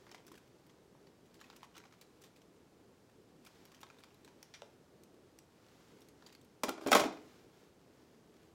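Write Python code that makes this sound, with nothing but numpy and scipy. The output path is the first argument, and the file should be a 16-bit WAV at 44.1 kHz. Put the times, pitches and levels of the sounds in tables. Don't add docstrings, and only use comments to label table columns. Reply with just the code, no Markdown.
import sys
import numpy as np
from scipy import signal
from scipy.fft import rfft, irfft
from scipy.io import wavfile
from scipy.ndimage import uniform_filter1d

SR = 44100
rng = np.random.default_rng(int(sys.argv[2]) if len(sys.argv) > 2 else 0)


def to_wav(s):
    ch = np.atleast_2d(s).T
    pcm = np.round(np.clip(ch, -1, 1) * 32767)
    wavfile.write(sys.argv[1], SR, pcm.astype(np.int16))


N = 376702
RING_T = np.arange(SR // 5) / SR

# frequency in Hz, level in dB, 60 dB decay time (t60) in seconds.
BARREL_MODES = [(2190, -11, 0.14), (2400, 0, 0.045), (2940, -13, .14), (3520, -10.5, 0.077),
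                (4090, -16, 0.058), (5600, -11, 0.11), (5800, -8, 0.092), (6196, -26, 0.15),
                (7200, -21, .15), (10600, -22, 0.12)]
# frequency in Hz, spectral level in dB.
CRACK_SPECTRUM = [(100, 0), (900, -0.5), (1800, -4.5), (3500, -5), (5000, -7), (7300, -9.5), (8500, -12.5),
                  (16000, -17.5)]
# frequency in Hz, spectral level in dB.
HAIR_SPECTRUM = [(200, -23.5), (700, 7), (1500, 5), (2600, 2), (5000, -0.5), (7500, -5), (8500, -10.5),
                 (12000, -12), (16000, -12.5)]


def clamp_ticks(level_db=-1.57, notes_db=-1, barrel_db=-24, spring_db=-17, bounce_db=-10,
                part_t60=.019, spring_t60=.013, spring_hz=(10770, 15700)):
    # start in seconds, level in dB, tilt in dB per octave, chatter t60 and rise time in
    # seconds, main note in Hz, its relative level in dB, second note in Hz, its relative level in dB.
    ticks = [(.065, -81.5, -11.5, 0.057, .003, 1150, 5, 1390, -1),
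             (.114, -62.5, -0.5, .029, 0.00053, 5400, -3, 1900, -2),
             (0.145, -61.5, -1, .03, 0.0011, 2020, 3.5, 720, -1),
             (.179, -73, -2, .025, .001, 2050, -2, 3170, -2),
             (.266, -72, 6.5, 0.055, .0005, 5300, 1, 15000, -2),
             (.279, -70.5, 3, .04, .001, 5950, -3, 1500, -1), (.315, -68, 4, 0.049, .002, 1030, 5, 1300, 1),
             (.341, -71, 0, 0.022, .001, 1740, -1, 1450, -3),
             (.352, -70.5, 2, .045, .002, 3190, -5, 1750, -2),
             (.376, -70.5, 4, 0.034, .002, 1550, 3, 2590, -9),
             (.665, -78.5, 4, .025, .001, 4840, -2, 15000, -3),
             (.694, -72.5, -1.5, 0.1, .001, 3330, -4, 1720, -8),
             (1.068, -75, -2, .026, .002, 4550, -1, 1870, -3),
             (1.256, -80, 3, .04, .002, 5860, -7, 3900, -5),
             (1.341, -73, 4.5, .081, .001, 5030, -1, 3690, -9),
             (1.403, -71, 2, .06, .003, 5770, -3, 3600, -5),
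             (1.412, -63.5, -0.5, 0.024, 0.0013, 1670, -1, 1310, -3),
             (1.44, -71, -1, .04, .003, 2540, 3, 1900, -1), (1.478, -83, -2, .03, .002, 1500, -2, 2700, -5),
             (1.5, -65, -2.5, 0.011, 0.00079, 1300, -3, 3930, -4),
             (1.529, -76, -6, .02, .0015, 920, 2, 1480, 0),
             (1.563, -69.5, 6.5, 0.024, .001, 6250, -4, 2780, -4),
             (1.63, -63.5, -1.5, 0.027, 0.00041, 1020, 4.5, 3060, -3),
             (1.641, -68, -0.5, 0.039, .0015, 1140, 0, 2530, -5),
             (1.75, -66.5, -2, .051, .003, 3000, -2, 1230, -8),
             (1.765, -62.5, 0, .045, .0025, 1350, -1, 3470, -2),
             (1.779, -62.5, 2.5, .026, .0007, 6000, -5, 3900, -2),
             (1.8, -72, -3.5, .023, .001, 1335, 4, 1900, -2),
             (1.837, -73, -2, .025, .002, 2340, 4, 1100, 2), (1.852, -71, -4, 0.036, .001, 760, 2, 1140, 0),
             (1.923, -69.5, -1.5, 0.091, .001, 1280, -2, 2214, -4),
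             (2.012, -65, 3.5, 0.05, .001, 3910, -5, 15000, -6),
             (2.215, -70, 5, .072, .002, 1340, -4, 6080, -9),
             (2.236, -64.5, 2, .1, .002, 5830, -9, 1770, -11),
             (2.359, -72, 2.5, 0.095, .003, 2490, -7, 4840, -5),
             (2.417, -75, 0, .02, .001, 5600, -5, 1490, -6),
             (3.4488, -70, 5, .028, .0005, 2540, -7, 870, -5),
             (3.462, -66, 3, 0.044, .003, 2330, 0, 4940, -11),
             (3.469, -68, 1.5, .03, .001, 1410, 0, 5000, -8),
             (3.652, -69, 3, 0.02, .0015, 5600, -3, 12600, -4),
             (3.718, -73, 3, .02, .001, 1150, 2, 3100, -5),
             (3.745, -69, 1.5, .026, .001, 5600, -1, 3150, -8),
             (3.805, -77, 4, .015, .001, 5800, -6, 12000, -6),
             (3.812, -68.5, 4.5, 0.034, .0015, 5830, -5, 15000, -4),
             (3.8305, -61.5, -1, .02, .0004, 1090, 4.5, 3670, -2.5),
             (3.8315, -68, -5.5, .02, .0006, 1320, 5, 880, 5),
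             (3.9, -69.5, -4.5, .018, .0007, 2390, 2.5, 1330, 1),
             (3.985, -73, 3, 0.052, .001, 3700, 2, 1420, -3), (4.002, -81, 5, .02, .001, 9500, 0, 2400, -6),
             (4.035, -63, -1, 0.022, 0.001, 2450, -4, 1400, -11),
             (4.143, -77.5, 3, .025, .001, 3930, 3, 12300, -4),
             (4.246, -68, 2.5, .04, .001, 4030, -1, 7970, -5),
             (4.276, -68.5, -1, .048, .001, 1640, -2, 970, -6),
             (4.4276, -63, 4, .018, .0004, 5490, 0, 5840, -4),
             (5.034, -73, 6, .038, 0.00063, 8840, -4, 6340, -6),
             (5.387, -67, 4.5, 0.02, .0007, 5780, -1, 11100, -10),
             (6.005, -81, 8, .025, .001, 8350, -2, 5480, -4),
             (6.017, -76, 5.5, 0.037, 0.0018, 3700, 3, 5600, 3),
             (6.085, -72, 4.5, 0.018, .001, 6450, -2, 9030, -5),
             (6.221, -73.5, -5, .025, .002, 1390, 3, 1740, 1),
             (6.262, -66, 2.5, .045, 0.0034, 4650, 5, 7080, -5),
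             (6.324, -69, 3, 0.043, .001, 4640, -4, 1860, -5),
             (6.3493, -68.5, 1, .012, .0003, 4470, 3, 1570, -7),
             (6.412, -77.5, 5, .03, .001, 8100, -2, 3770, -3),
             (6.446, -80, 5, .02, .001, 8900, -2, 13000, -7)]
    edges_hz = [720, 1800, 7000, 16000]
    balance_db = [-2.5, 0.5, -8]
    out = np.zeros(N)
    for start, db, tilt_db, t60, rise_s, main_hz, main_db, second_hz, second_db in ticks:
        rise = 1 - np.exp(-RING_T / max(rise_s, .0001))
        crack = amp(8) * contact(t60=.0071, clump_db=3.5) + contact(t60, clump_db=7)
        bounce_s = rng.uniform(.003, .0073)
        add(crack, bounce_s, amp(bounce_db) * contact(t60, clump_db=8))
        spring = ring([(hz, 0, spring_t60) for hz in rng.uniform(*spring_hz, size=5)])
        metal = amp(barrel_db) * ring(BARREL_MODES) + amp(spring_db) * spring
        hit = unit_hit(colour(crack, CRACK_SPECTRUM)) + metal
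        click = tilt_bands(rise * hit, edges_hz, balance_db, tilt_db, pivot_hz=3460)
        notes = amp(main_db) * unit_hit(rise * struck_part(main_hz, part_t60))
        notes += amp(second_db) * unit_hit(rise * struck_part(second_hz, part_t60))
        add(out, start + .0006, amp(level_db + db) * (click + amp(notes_db) * notes))
    return out


def loose_parts(level_db=-8, rattles_per_s=64, spread_db=4, t60=.0089, crack_db=-5):
    turns = [(0.049, .38), (1.347, 2.04), (3.689, 4.12), (6.22, 6.36)]
    out = np.zeros(N)
    for start, end in turns:
        for when, size, pitch in rng.random((int(rattles_per_s * (end - start)), 3)):
            s, hz = start + when * (end - start), 850 * 4 ** pitch
            note = ring([(hz, 0, t60), (2 * hz, -4, t60)])
            crack = amp(crack_db) * unit_hit(colour(contact(t60), HAIR_SPECTRUM))
            db = level_db + spread_db * min(-np.log(1 - size), 2)
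            add(out, s, amp(db) * stroke_strength(s) * unit_hit(note + crack))
    return out


def clamp_snaps(crack_db=-1):
    # start in seconds, level in dB, barrel share and handle share (0-1), contact t60 in seconds.
    snaps = [(.951, -66.5, 0.1, 0.9, .01), (4.539, -55.5, 0.53, 0.04, 0.099), (4.62, -51, 0.05, 0.67, 0.01)]
    # frequency in Hz, level in dB, t60 in seconds.
    handle_modes = [(447, -7.5, 0.086), (571, -2, 0.077), (650, -10, 0.069), (876, -1.5, 0.021),
                    (1050, -13, 0.015), (1360, -9, 0.019)]
    # frequency in Hz, spectral level in dB.
    steel = [(600, -18), (1300, -1), (2400, 1), (3700, -2), (6000, -5.5), (8500, -16.5), (16000, -31)]
    out = np.zeros(N)
    for start, db, barrel, handle, t60 in snaps:
        crack = amp(crack_db) * (1 - handle) * unit_hit(colour(contact(t60, clump_db=2), steel))
        add(out, start, amp(db) * (crack + barrel * ring(BARREL_MODES) + handle * ring(handle_modes)))
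    return out


def landings(level_db=-5.5, station_db=-1, spot_t60=.043, rise_s=.0012, pivot_hz=862, push_hz=159.6):
    # start in seconds, level in dB, tilt in dB per octave, relative push level in dB, contact
    # t60 in seconds, note of the struck spot in Hz, relative levels of that note and of the stand in dB.
    knocks = [(6.6342, -33.5, 0.6, -18, .045, 894, -3, -5.5), (6.683, -40, -2, -30, 0.087, 290, -1, -5.5),
              (6.691, -39.5, 1, -34.5, 0.028, 1367, -3, -9),
              (6.778, -51.5, -3.5, -29, 0.077, 694, -6, -10.5), (6.812, -49, -2, -26, 0.39, 322, -5, -15.5),
              (6.862, -36.5, -5.5, -20, 0.056, 293, 2.5, -12.5),
              (6.8709, -46.5, 2.5, -22.5, .048, 640, 1, -10.5), (6.883, -41, -2, -34, .084, 720, -0.5, -3),
              (6.91, -50, 4, -17.5, .14, 706, -10.5, -7), (6.9166, -28, 1, -19, 0.06, 790, 3, -8.5),
              (6.928, -28, 0, -22.5, 0.044, 1293, 4, 4), (6.9325, -33.5, 0.5, -27.5, .03, 3710, -1, 0.5),
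              (6.9496, -27, 1, -20.5, .055, 480, 0, -9.5), (6.9515, -25, -1, -20, 0.07, 560, -1, -10.5),
              (6.965, -32, 0.7, -18, 0.14, 640, -1.5, -5), (6.996, -32.5, 0.5, -19, 0.067, 660, -4, -15),
              (7.015, -43.5, -4.5, -11.5, 0.092, 900, -18, -3), (7.037, -37, -2, -28, .14, 632, 0, -10),
              (7.058, -42.5, -4.5, -24, 0.062, 300, 5.5, -18), (7.125, -55, -1.5, -27.5, 0.21, 517, 4, -4),
              (7.171, -60, -3.5, -20, 0.045, 420, 1, -0.5)]
    # frequency in Hz, level in dB.
    station_modes = [(200, -6), (255, -2.5), (292, 2), (330, 2.5), (385, 1.5), (432, 1), (493, -7.5),
                     (590, 2.5), (648, -1), (705, -5.5), (797, -7), (834, -2.5), (888, -6.5), (1077, -2.5),
                     (1190, -8), (1330, -3.5), (2290, 5.5), (2640, -0.5), (3982, -6), (6863, -1)]
    # frequency in Hz, t60 in seconds.
    station_t60 = [(180, .16), (290, .16), (450, .11), (850, .075), (1300, .055), (2400, .04), (7000, .025)]
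    # frequency in Hz, level in dB, t60 in seconds.
    stand_modes = [(1264, 1.5, .045), (1538, -5.5, 0.066), (2006, 1.5, 0.038), (2138, -4.5, .045),
                   (2453, 0, 0.064), (3200, 1, 0.033), (3590, -0.5, .035), (4000, -6.5, .04),
                   (4470, -12.5, .08), (5400, -7, .03), (5700, -13.5, 0.074)]
    edges_hz = [215, 450, 1600, 5000, 16000]
    balance_db = [-2.5, 1.5, -4, -7.5]
    # frequency in Hz, spectral level in dB.
    push_spectrum = [(25, -36), (42, -21), (60, -7), (100, -8.5), (175, 3), (235, -2.5), (600, -36.5)]
    rise = 1 - np.exp(-RING_T / rise_s)
    out = np.zeros(N)
    for start, db, tilt_db, push_db, t60, spot_hz, spot_db, stand_db in knocks:
        load = 1 + .008 * rng.standard_normal(len(station_modes))
        station = [(hz * k, mode_db, read(station_t60, hz))
                   for (hz, mode_db), k in zip(station_modes, load)]
        crack = unit_hit(colour(contact(t60, clump_db=4), CRACK_SPECTRUM))
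        knock = tilt_bands(crack + amp(station_db) * ring(station), edges_hz, balance_db, tilt_db, pivot_hz)
        strain = 1 + .02 * rng.standard_normal(len(stand_modes))
        stand = [(hz * k, mode_db, decay) for (hz, mode_db, decay), k in zip(stand_modes, strain)]
        spot = amp(spot_db) * unit_hit(rise * struck_part(spot_hz, spot_t60))
        clank = amp(stand_db) * unit_hit(rise * ring(stand))
        push_gain = amp(push_db + tilt_db * np.log2(push_hz / pivot_hz))
        push = push_gain * unit_hit(colour(contact(t60=.041), push_spectrum))
        add(out, start, amp(db) * (knock + spot + clank + push))
    return amp(level_db) * out


def stand_rattle(start=6.956, end=7.03, level_db=-43, fade_db_per_s=115, rattles_per_s=130,
                 t60=.024, crack_db=-2, spread_db=1.5):
    out = np.zeros(N)
    for k, (when, size, pitch) in enumerate(rng.random((int(rattles_per_s * (end - start)), 3))):
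        delay = (k + when) / rattles_per_s
        note = struck_part(800 * 4 ** pitch, t60)
        crack = amp(crack_db) * unit_hit(colour(contact(t60), HAIR_SPECTRUM))
        db = level_db - fade_db_per_s * delay + spread_db * (2 * size - 2)
        add(out, start + delay, amp(db) * unit_hit(note + crack))
    return out


def stand_scrapes(bandwidth_hz=350):
    # start and end in seconds, level in dB, squeak frequency in Hz.
    drags = [(6.804, 6.842, -66.5, 4750), (6.87, 6.918, -61.5, 6900)]
    out = np.zeros(N)
    for start, end, db, hz in drags:
        friction = rng.standard_normal(round((end - start) * SR))
        squeak = signal.lfilter(*signal.iirpeak(hz, hz / bandwidth_hz, SR), friction)
        scrape = unit(unit(squeak) + unit(colour(friction, CRACK_SPECTRUM)))
        add(out, start, amp(db) * scrape * signal.windows.tukey(len(scrape), .3))
    return out


def rustle(level_db=-.5, crackle_db=-9, catches_per_s=130, spread_db=4, catch_t60=.0224):
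    level = amp(level_db) * stroke_strength(np.arange(N) / SR)
    onsets = rng.random(N) < catches_per_s / SR
    catches = onsets * amp(spread_db * np.minimum(rng.exponential(1, N), 3.5))
    envelope = signal.fftconvolve(catches, amp(-60 * RING_T / catch_t60))[:N]
    crackle = unit(envelope * rng.standard_normal(N))
    return level * unit(colour(rng.standard_normal(N) + amp(crackle_db) * crackle, HAIR_SPECTRUM))


def stroke_strength(s, resting_db=-75.5):
    # middle and length in seconds, peak level in dB.
    strokes = [(0.018, 0.53, -71.5), (.5, .5, -79), (1.5, 0.38, -72.5), (2.118, 0.44, -78),
               (3.583, 0.42, -69), (4, 0.99, -76), (4.496, 0.66, -75), (5.825, 0.7, -70),
               (6.265, 0.29, -72.5), (7.305, 0.44, -67.5), (7.596, 0.31, -71), (8.041, 0.51, -75),
               (8.407, 0.24, -75)]
    middle, length, db = np.transpose(strokes)[:, :, None]
    arches = amp(db) * np.cos(np.pi * np.clip((s - middle) / length, -.5, .5))
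    return np.sqrt(amp(resting_db) ** 2 + (arches ** 2).sum(0))


def salon_reverb(x, build_s=.0036):
    # frequency in Hz, reverberation time in seconds.
    room_t60 = [(100, 0.33), (300, 0.57), (700, 0.39), (2000, 0.36), (5000, 0.36), (8000, 0.29),
                (15000, 0.091)]
    hz, t, noise = signal.stft(rng.standard_normal(SR), SR, nperseg=256)
    decay = amp(-60 * t / read(room_t60, hz)[:, None])
    tail = signal.istft(noise * decay, SR, nperseg=256)[1]
    tail *= 1 - np.exp(-np.arange(len(tail)) / SR / build_s)
    return signal.fftconvolve(x, tail / np.linalg.norm(tail))[:N]


def ventilation(level_db=-64.5, waver_db=1.83, waver_hz=400, waver_width_hz=220):
    # frequency in Hz, spectral level in dB.
    air_spectrum = [(15, -50.5), (25, -25.5), (45, -11.5), (108, -3.5), (195, -1), (223, -3.5), (256, -0.5),
                    (293, -2), (317, -1), (427, -1.5), (624, -10.5), (1400, -20.5), (2110, -27.5),
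                    (7710, -31), (14400, -38.5), (16000, -45.5)]
    hz = np.fft.rfftfreq(N, 1 / SR)
    air = rfft(rng.standard_normal(N)) * amp(read(air_spectrum, hz))
    middle = irfft(air * np.exp(-((hz - waver_hz) / waver_width_hz) ** 2), N)
    drift = unit(uniform_filter1d(rng.standard_normal(N), size=2600))
    return amp(level_db) * unit(irfft(air, N) + (amp(waver_db * drift) - 1) * middle)


def contact(t60, clump_db=5):
    clumps = unit(uniform_filter1d(rng.standard_normal(len(RING_T)), size=40))
    envelope = amp(clump_db * np.clip(clumps, -2, 1) - 60 * RING_T / t60)
    return envelope * rng.standard_normal(len(RING_T))


def ring(modes):
    hz, db, t60 = np.transpose(modes)[:, :, None]
    strength = rng.choice([-1, 1], hz.shape) * amp(db + 2 * rng.standard_normal(hz.shape))
    decay = amp(-60 * RING_T / t60)
    return unit_hit((strength * decay * np.sin(2 * np.pi * hz * RING_T)).sum(0))


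def struck_part(hz, t60):
    below, above = 1 + rng.uniform(.04, .16, 2)
    return ring([(hz, 0, t60), (hz / below, -6, .6 * t60), (hz * above, -6, .6 * t60)])


def tilt_bands(hit, edges_hz, balance_db, tilt_db, pivot_hz):
    out = 0
    for limits, db in zip(zip(edges_hz, edges_hz[1:]), balance_db):
        band = signal.sosfilt(signal.butter(3, limits, "band", fs=SR, output="sos"), hit)
        octaves = np.log2(np.sqrt(np.prod(limits)) / pivot_hz)
        out = out + amp(db + tilt_db * octaves) * unit_hit(band)
    return out


def colour(x, spectrum, size=4096):
    log_gain = np.log(amp(read(spectrum, abs(np.fft.fftfreq(size, 1 / SR)))))
    taps = np.fft.ifft(np.exp(signal.hilbert(log_gain).conj())).real[:size // 2]
    return signal.fftconvolve(x, taps)[:len(x)]


def amp(db):
    return 10 ** (np.asarray(db) / 20)


def unit(x):
    return x / np.sqrt(np.mean(x ** 2) + 1e-30)


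def unit_hit(x):
    return x / np.sqrt(np.mean(x[:SR * 3 // 100] ** 2) + 1e-30)


def read(points, hz):
    table_hz, value = np.transpose(points)
    return np.interp(np.log(hz + 1), np.log(table_hz), value)


def add(mix, start, sound):
    part = mix[max(round(start * SR), 0):][:len(sound)]
    part += sound[:len(part)]


def scene(tick_room_db=-11, snap_room_db=-9, clatter_room_db=-10):
    ticks = clamp_ticks() + loose_parts()
    snaps = clamp_snaps()
    clatter = landings() + stand_rattle() + stand_scrapes()
    into_room = amp(tick_room_db) * ticks + amp(snap_room_db) * snaps + amp(clatter_room_db) * clatter
    return (ticks + snaps + clatter + salon_reverb(into_room) + rustle() + ventilation())[None]


def record(dry):
    lowpass = signal.firwin(511, 16050, window=("kaiser", 9), fs=SR)
    return signal.oaconvolve(dry, lowpass[None], "same")


dry = scene()
out = record(dry)
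to_wav(out)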